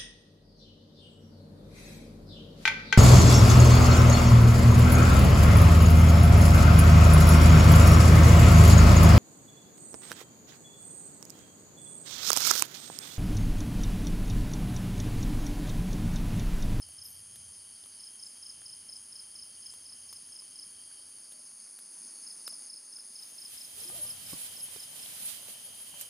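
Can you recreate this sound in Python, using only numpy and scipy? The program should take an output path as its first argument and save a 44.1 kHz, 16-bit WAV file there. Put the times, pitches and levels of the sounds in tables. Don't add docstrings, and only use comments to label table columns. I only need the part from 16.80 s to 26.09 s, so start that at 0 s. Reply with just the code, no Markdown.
import sys
import numpy as np
from scipy import signal
from scipy.fft import rfft, irfft, next_fast_len
from scipy.io import wavfile

SR = 44100
rng = np.random.default_rng(int(sys.argv[2]) if len(sys.argv) > 2 else 0)


def wav_out(sig):
    wavfile.write(sys.argv[1], SR, np.round(np.clip(np.atleast_2d(sig).T, -1, 1) * 32767).astype(np.int16))


def boost_factor(decibels):
    exponent = np.asarray(decibels, float) / 20
    return 10 ** exponent


N = 409684

# double_strokes_per_s, level_db
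KATYDIDS = [(101, 3), (108.5, -3), (97.5, -6), (160.5, -8)]
# freq_hz, density_db_per_hz
KATYDID_WING = [(4590, -21), (7800, -26.5), (8540, -12), (9150, -2.5), (9640, 0.5), (10300, -3.5),
                (10600, -20.5), (11000, -23.5), (14300, -52), (22000, -120)]
# start_hz, end_hz, stroke_s, strokes_per_s, level_db
CROWDS = [
    (6630, 6330, 0.0145, 38.5, -65),
    (6440, 6130, 0.015, 46, -66),
    (4883, 4300, 0.01215, 84, -65),
]
# start_hz, end_hz, stroke_s, strokes_per_s, level_db
LOW_CRICKETS = [(3233, 3150, 0.033, 25, -73), (3208, 2720, 0.01794, 21, -70.5)]
# freq_hz, density_db_per_hz
BED_HISS = [(18, -50), (40, -33), (100, -17.5), (230, 0.5), (450, -8), (1400, -8.5), (4100, -11.5),
            (5000, -0.5), (5500, -1.5), (5750, -16), (6200, -5.5), (7200, -10.5), (9600, -14.5),
            (11300, -17), (15400, -17.5)]
# freq_hz, density_db_per_hz
WIDE_HISS = [(150, -10), (500, -8.5), (2000, -7), (8000, -8), (15400, -13)]
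# freq_hz, density_db_per_hz
RUMBLE = [(18, -55), (30, -29), (63, -4.5), (86, 5.5), (151, -6.5), (209, -7.5), (246, -16.5), (400, -40),
          (520, -62), (880, -120)]
# time_s, level_db
RUMBLE_LEVEL = [(0, -68.5), (.67, -73.5), (1, -73.5), (1.9, -73.5), (2.66, -75.5), (4.2, -75.5),
                (4.85, -90.5), (4.99, -100), (5.85, -108), (6.47, -92), (7.19, -70), (7.4, -71), (9, -78),
                (9.29, -74)]
# time_s, gain_db
BED_GAIN = [(0, 0), (4.9, 0.5), (5.1, 0.5), (5.14, 3), (5.86, 3.5), (5.9, 0.3), (6.3, 0.95), (9.29, -0.3)]
# time_s, gain_db
WIDE_FADE = [(0, 1.5), (2.1, 1.5), (4.1, 1), (4.5, -4.5), (4.9, -14), (5.0, -60), (5.9, -60), (6.0, -46),
             (6.4, -2), (6.9, 3.5), (7.25, 11), (9.29, 9.5)]
# middle_stroke_s, peak_db, first_stroke_weaker_db
CHIRPS = [(-0.0082, -42.5, 0), (0.2233, -42.5, 1.5), (1.2396, -43, 4), (1.434, -44, 1.5),
          (1.667, -43.5, 0.5), (1.8987, -42, 0.5), (2.1306, -42.5, 0.5), (2.3633, -43.5, .3),
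          (2.594, -44, -1.5), (2.8655, -43.5, 6), (3.098, -43.5, 2), (3.331, -45, 2), (3.5616, -43.5, 1),
          (3.7953, -43, 3.5), (5.474, -41, 8), (5.7068, -40, -2), (5.9383, -44, -2.5), (6.167, -43, 2),
          (6.3958, -42.5, 1), (6.623, -42, 2.5), (6.8155, -42.5, 1), (7.045, -44, 2), (7.2733, -43.5, 10),
          (7.5035, -45.5, 0), (7.7722, -44, 12), (8.0027, -43, 6), (8.1976, -47.5, 30)]
# time_s, crack_peak_db, thud_db, thud_hz
TARP_DRIPS = [(0.0877, -51, -66, 665), (0.1321, -51, -73, 700), (0.5582, -45, -61, 1740),
              (1.2291, -57, -79, 969), (1.568, -55, -69, 1010), (1.818, -71, -57.5, 1650),
              (2.0924, -65, -65, 622), (2.5476, -59, -73, 1670), (2.8654, -50, -69, 2280),
              (3.1203, -60, -65, 1170), (3.3278, -42, -57.5, 1130), (3.4885, -57, -71, 1700),
              (3.6217, -59, -63.5, 1090), (4.1954, -61, -71, 606), (4.2926, -55, -70, 1080),
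              (4.7157, -59, -69, 1080), (4.876, -62, -64, 2300), (4.9886, -46, -58, 1570),
              (5.678, -36, -45.5, 1340), (5.7274, -56, -63, 670), (5.822, -53, -69, 1382),
              (6.185, -58, -61.5, 1500), (6.387, -61, -80, 1070)]
# time_s, crack_peak_db, thud_db, thud_hz, left_minus_right_db
LEAF_DRIPS = [
    (1.037, -66, -74, 430, -23),
    (4.52, -52, -69, 600, 1),
    (8.2604, -48, -64, 789, 7),
]
# time_s, crack_peak_db, thud_db, thud_hz, left_minus_right_db
KNOCKS = [(1.0595, -49, -64, 1260, 15), (2.055, -56, -81, 900, -12), (2.9382, -39, -61, 1050, 5),
          (3.277, -51, -77, 900, -14), (3.905, -53, -79, 900, 16), (3.8634, -58, -74, 180, 6),
          (6.6383, -55, -72, 236, -1), (7.0994, -39, -53, 785, 7), (7.1594, -36, -63, 681, -5),
          (7.2514, -46, -58, 520, 0), (7.5315, -30, -48.5, 285, 2), (7.8844, -53, -61, 910, 6),
          (7.9609, -53, -53, 445, -5), (8.6844, -48, -59, 520, -2.5), (9.1403, -59, -58.5, 915, 8)]
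# time_s, crack_peak_db, thud_db, thud_hz
SNAPS = [
    (8.4283, -45, -68, 2050),
    (8.459, -38.5, -59, 2340),
    (9.211, -33, -53.5, 1590),
    (9.2168, -45, -67, 560),
]
# after_start_s, start_hz, end_hz, length_s, peak_db
SYLLABLE = [
    (0, 11600, 11900, .0075, -53),
    (.0085, 12400, 12650, .011, -52),
    (0.017, 12400, 11500, .012, -54),
]
# time_s, start_hz, end_hz, length_s, peak_db
CALL_TAIL = (.33, 11750, 11550, .03, -66)
# start_s, chirps, gap_s
FAR_PHRASES = [(.3, 5, .21), (1.5, 6, .232), (2.93, 4, .233), (3.955, 7, .21), (5.56, 9, .224),
               (7.62, 8, .222)]
# time_s, start_hz, end_hz, length_s, peak_db
PEEPS = [
    (4.114, 1570, 1520, 0.0087, -60),
    (.7, 7420, 7480, .04, -64),
    (1.46, 7600, 7720, 0.032, -58),
    (1.49, 7480, 7330, 0.048, -63),
    (2.17, 7600, 7720, 0.03, -58),
    (2.92, 7600, 7720, 0.038, -57),
]
# time_s, start_hz, end_hz,
# length_s, peak_db
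GROANS = [(4.57, 624, 600, .09, -70.5), (6.98, 407, 390, 0.019, -61), (7.025, 424, 478, 0.031, -60),
          (7.08, 335, 377, .07, -60.5), (7.11, 130, 120, 0.028, -64), (7.115, 1200, 1270, .03, -64),
          (7.14, 445, 696, .05, -57.5), (7.175, 692, 635, 0.052, -56), (7.19, 342, 325, 0.057, -60),
          (7.21, 612, 555, 0.062, -55), (7.255, 596, 614, .04, -67), (7.265, 500, 523, .04, -65),
          (7.16, 151, 110, .03, -55), (7.26, 100, 85, .05, -62), (7.26, 1225, 1170, 0.033, -62),
          (7.345, 171, 120, .12, -63), (7.33, 600, 610, .04, -67), (7.45, 149, 100, 0.078, -70),
          (7.535, 189, 120, 0.022, -49), (7.535, 1060, 1180, .02, -58), (7.9, 370, 560, 0.046, -69)]
# peak_s, rustle_db, drag_below_rustle_db, spread_s
SHIFTS = [(6.5, -67, 7.5, 0.17), (6.77, -58.5, 18, 0.13), (7.03, -55.5, 12.5, 0.11), (7.199, -56, 7, 0.19),
          (7.52, -53.5, 13.5, .12), (7.62, -55.5, 10, 0.19), (7.79, -60, 9, 0.094), (7.97, -60, 11, 0.1),
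          (8.2, -57.5, 10, 0.35), (8.34, -55, 12, 0.13), (8.43, -62, 11, 0.057), (8.485, -51.5, 18.5, 0.12),
          (8.58, -67, 9, 0.088), (8.7, -54.5, 11, 0.037), (8.9, -62.5, 5.5, 0.7), (9.16, -65, 2, 0.041),
          (9.225, -54, 10, 0.029)]
# freq_hz, density_db_per_hz
NYLON = [(410, -45), (700, -24.5), (2550, -13), (3140, -11.5), (3760, -10.5), (6310, -14.5), (9920, -5.5),
         (10400, -4), (11400, -8.5), (15400, -12)]
# freq_hz, density_db_per_hz
DRAG = [(53, -42), (90, -1.5), (151, 0), (269, -0.5), (344, -11), (392, -8), (592, -0.5), (915, -7),
        (1500, -24.5), (1950, -34), (3300, -120)]
# start_s, hold_s, level_db, release_db_per_s
SQUEAKS = [(6.986, 0.13, -36.5, 900), (7.12, 0.055, -39, 400), (7.178, 0.13, -37, 300),
           (7.425, .006, -47, 700), (7.572, 0.078, -36, 348), (7.8, .004, -41, 598),
           (7.826, 0.012, -32, 348), (8.014, 0.0089, -41, 560), (8.428, .004, -29, 900),
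           (8.457, .006, -30, 490), (8.722, .004, -45, 600), (8.852, .003, -36, 680),
           (9.01, .012, -37, 903), (9.08, .006, -45, 900)]


def rms_one(x):
    return x / np.sqrt(np.mean(x ** 2) + 1e-20)


def in_time(rows):
    time_s, value = np.transpose(rows)
    return np.interp(np.arange(N) / SR, time_s, value)


def colour(x, spectrum):
    hz, db = np.transpose(spectrum)
    size = next_fast_len(N)
    log_hz = np.log(np.arange(size // 2 + 1) * SR / size + 1)
    gain = boost_factor(np.interp(log_hz, np.log(hz), db, -99, -99))
    return rms_one(irfft(rfft(x, size) * gain, size)[..., :N])


def drift(rate_hz):
    knots = rng.standard_normal(int(N / SR * 60) + 2)
    return np.interp(np.arange(N) / SR * min(rate_hz, 59), np.arange(len(knots)), knots) * 1.2


def wide_noise(alike):
    mid, side = rng.standard_normal((2, N))
    return np.sqrt(1 + alike) * mid + np.sqrt(1 - alike) * side * [[1], [-1]]


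def impulses(times_s, gains):
    at = (np.asarray(times_s) * SR).astype(int)
    marks = np.zeros(N)
    inside = (at >= 0) & (at < N)
    np.add.at(marks, at[inside], np.broadcast_to(gains, at.shape)[inside])
    return marks


def sweep(start_hz, end_hz, length_s):
    part = np.linspace(0, 1, int(length_s * SR))
    hz = start_hz + (end_hz - start_hz) * part ** 1.285
    envelope = np.sin(np.pi * part ** 0.83) ** 0.46
    return envelope * np.sin(2 * np.pi * np.cumsum(hz) / SR)


def trees(x, t60_s, wet_db, channels=1):
    t = np.arange(SR // 2) / SR
    tail = rng.standard_normal((channels, len(t))) * boost_factor(-60 * t / t60_s) * (t > .012)
    tail = tail / np.sqrt(np.sum(tail ** 2, axis=1, keepdims=True))
    return x + boost_factor(wet_db) * signal.fftconvolve(x[None], tail, axes=1)[:, :N]


def ramp_db(start_s, end_s, rise_db_per_s, fall_db_per_s):
    t = np.arange(N) / SR
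    return -rise_db_per_s * np.maximum(start_s - t, 0) - fall_db_per_s * np.maximum(t - end_s, 0)


def beside(x, mid_db):
    mid, side = x.sum(axis=0) / 2, (x[0] - x[1]) / 2
    out_of_phase = np.roll(side - mid, 1) * np.array([[1], [-1]]) / np.sqrt(2)
    return boost_factor(mid_db) * mid + out_of_phase


def katydids():
    out = boost_factor(6.0) * rng.standard_normal(N)
    for cycles_per_s, level_db in KATYDIDS:
        phase = 2 * np.pi * np.cumsum(cycles_per_s * (1 + 0.00613 * drift(3))) / SR
        strokes = np.exp(.6 * np.cos(2 * phase) + .75 * np.cos(phase))
        gain = boost_factor(level_db + 0.49 * drift(0.93))
        out += gain * rms_one(strokes) * rng.standard_normal(N)
    return boost_factor(-50) * colour(out, KATYDID_WING)


def cricket_crowd(start_hz, end_hz, stroke_s, strokes_per_s, level_db, channels=1):
    out = 0
    for k in range(6):
        detune = 1 + 0.0053 * (k - 2.5)
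        tempo = strokes_per_s * (1 + .02 * k * (-1) ** k)
        draws = rng.standard_normal((1000, 2))
        times_s = np.cumsum(1 + .12 * draws[:, 0]) / tempo - .1
        swell_db = 2.4 * np.interp(times_s * 6, np.arange(60), 1.2 * rng.standard_normal(60))
        marks = impulses(times_s, boost_factor(1.56 * draws[:, 1] + swell_db))
        out = out + signal.oaconvolve(marks, sweep(start_hz * detune, end_hz * detune, stroke_s))[:N]
    shimmer = boost_factor(1.3 * drift(40))
    blurred = trees(out, t60_s=.15, wet_db=4, channels=channels)
    return boost_factor(level_db) * rms_one(shimmer * blurred)


def forest_hiss():
    return boost_factor(-63) * colour(rng.standard_normal(N), BED_HISS)


def wide_air():
    return boost_factor(-70.5) * colour(wide_noise(0.46), WIDE_HISS)


def distant_rumble():
    gain = boost_factor(in_time(RUMBLE_LEVEL) + 2 + 3.3 * drift(3.3))
    return gain * colour(wide_noise(0.96), RUMBLE)


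def near_cricket():
    middle_s, chirp_db, weaker_db = np.transpose(CHIRPS)
    shape = (len(middle_s), 3)
    times_s = middle_s[:, None] + .0352 * np.array([-1, 0, 1]) + .0006 * rng.standard_normal(shape)
    level_db = chirp_db[:, None] - weaker_db[:, None] * [1, 0, 0] + 1.2 * rng.standard_normal(shape)
    start_hz, end_hz, length_s = 5390, 4760, .0165
    stroke = sweep(start_hz, end_hz, length_s)
    stroke = stroke + boost_factor(-21.5) * sweep(3 * start_hz, 3 * end_hz, length_s)
    stroke = stroke * np.hanning(len(stroke)) ** 0.1
    marks = impulses(times_s.ravel() - .008, boost_factor(level_db.ravel() + 1.05))
    calls = signal.fftconvolve(marks, stroke)[:N]
    calls = calls + boost_factor(-13.5) * np.roll(calls, int(0.0204 * SR))
    return trees(calls, t60_s=.2, wet_db=-13)


def drips(rows, bright_db, ring_over_db):
    t = np.arange(SR // 20) / SR
    out = np.zeros((2, N + SR))
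    bright = signal.butter(2, [6800, 13200], "band", fs=SR, output="sos")
    middle = signal.butter(2, [2900, 4300], "band", fs=SR, output="sos")
    noise = rng.standard_normal((len(rows), len(t)))
    for (time_s, crack_db, thud_db, hz, *pan_db), hiss in zip(rows, noise):
        ring_db = (crack_db + thud_db) / 2 + ring_over_db
        crack = signal.sosfilt(bright, hiss) * (boost_factor(-60 * t / 0.0061) + boost_factor(-3.0 - 60 * t / 0.059))
        ring = signal.sosfilt(middle, hiss * boost_factor(-60 * t / 0.018))
        thud = np.sin(2 * np.pi * hz * t) + boost_factor(-7.5) * np.sin(.9 * np.pi * hz * t)
        thud = thud * boost_factor(-60 * t * hz / 9) * (1 - np.exp(-t * hz * 3))
        overtone = boost_factor(-3) * np.cos(3.3 * np.pi * hz * t) * boost_factor(-60 * t * hz / 3.3)
        thud_highpass = signal.butter(2, hz / 5, "high", fs=SR, output="sos")
        thud = signal.sosfilt(thud_highpass, thud + overtone)
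        hit = boost_factor(crack_db + bright_db) * crack
        hit = hit + boost_factor(ring_db + bright_db + 15.5) * ring + boost_factor(thud_db + 16) * thud
        at = int(time_s * SR)
        out[:, at:at + len(t)] += hit * boost_factor(np.array([[.5], [-.5]]) * sum(pan_db))
    return out[:, :N]


def peeps(rows):
    out = np.zeros(N)
    for time_s, start_hz, end_hz, length_s, peak_db in rows:
        pulse = sweep(start_hz, end_hz, length_s)
        at = int((time_s - length_s / 2) * SR)
        out[at:at + len(pulse)] += boost_factor(peak_db) * pulse
    return out


def high_insect():
    rows = [CALL_TAIL]
    for start_s, gain_db in ((.239, 0), (.285, -4)):
        for after_s, start_hz, end_hz, length_s, peak_db in SYLLABLE:
            rows.append((start_s + after_s, start_hz, end_hz, length_s, peak_db + gain_db))
    return trees(peeps(rows), t60_s=0.36, wet_db=5.0, channels=2)


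def far_cricket():
    times_s = np.concatenate([start_s + gap_s * np.arange(chirps) for start_s, chirps, gap_s in FAR_PHRASES])
    marks = np.zeros(N)
    for k in range(3):
        jitter_s = .004 * rng.standard_normal(len(times_s))
        marks += impulses(times_s + k * .035 + jitter_s, boost_factor(-65.5))
    return trees(signal.fftconvolve(marks, sweep(5450, 4600, .018))[:N], t60_s=.1, wet_db=9)


def hammock():
    rustle_power, drag_power = 0, 0
    for peak_s, rustle_db, below_db, spread_s in SHIFTS:
        slope_db_per_s = 8.5 / spread_s
        power = boost_factor(2 * ramp_db(peak_s, peak_s, slope_db_per_s, slope_db_per_s) + 2 * rustle_db)
        rustle_power = rustle_power + power
        drag_power = drag_power + power * boost_factor(-2 * below_db)
    grain_db = 2.0 * np.minimum(rng.exponential(1, (2, N)), 5)
    grains = boost_factor(grain_db + 1.86 * np.array([drift(30), drift(30)]))
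    nylon = colour(grains * wide_noise(-0.19), NYLON) * np.sqrt(rustle_power)
    nylon = nylon * boost_factor(12.0) * boost_factor(np.array([[-1.1], [1.1]]))
    drag = colour(boost_factor(1.07 * drift(23)) * wide_noise(0.88), DRAG) * np.sqrt(drag_power) * boost_factor(3.0)
    groans = trees(peeps(GROANS) * boost_factor(2.7 * drift(55)), t60_s=0.091, wet_db=-5.0, channels=2)
    return nylon + drag + groans


def rope():
    attack_db_per_s = 698
    levels_db = [level_db + ramp_db(start_s, start_s + hold_s, attack_db_per_s, release_db_per_s)
                 for start_s, hold_s, level_db, release_db_per_s in SQUEAKS]
    level_db = np.max(levels_db, axis=0)
    out = np.zeros(N)
    for hz, power_share in ((10520, .49), (10715, .51)):
        wobble_hz = hz * (1 + 0.004 * drift(40))
        gain = boost_factor(level_db - 5.0 + 4.8 * drift(55)) * np.sqrt(power_share)
        out += gain * np.sin(2 * np.pi * np.cumsum(wobble_hz) / SR)
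    return beside(trees(out, t60_s=.05, wet_db=-4, channels=2), mid_db=-7)


def scene():
    bed = katydids() + sum(cricket_crowd(*row) for row in CROWDS) + forest_hiss()
    bed = bed + far_cricket() + peeps(PEEPS)
    wide = sum(cricket_crowd(*row, channels=2) for row in LOW_CRICKETS) + wide_air() + high_insect()
    mix = bed * boost_factor(in_time(BED_GAIN)) + wide * boost_factor(in_time(WIDE_FADE)) + distant_rumble()
    mix = mix + near_cricket() + drips(TARP_DRIPS, bright_db=1.0, ring_over_db=-5.5)
    mix = mix + drips(LEAF_DRIPS, bright_db=4.5, ring_over_db=2.5)
    mix = mix + drips(KNOCKS, bright_db=-7, ring_over_db=-3)
    snaps = beside(drips(SNAPS, bright_db=3.0, ring_over_db=-22), mid_db=-1)
    return mix + hammock() + rope() + snaps


def band_limit(x):
    return signal.sosfilt(signal.butter(12, 15560, fs=SR, output="sos"), x)


def record(dry):
    bass_cut = signal.butter(2, 45, "high", fs=SR, output="sos")
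    top_cut = signal.ellip(10, .5, 60, 15480, fs=SR, output="sos")
    mix = signal.sosfilt(top_cut, signal.sosfilt(bass_cut, dry))
    return band_limit(mix)


dry = scene()
out = record(dry)
wav_out(out)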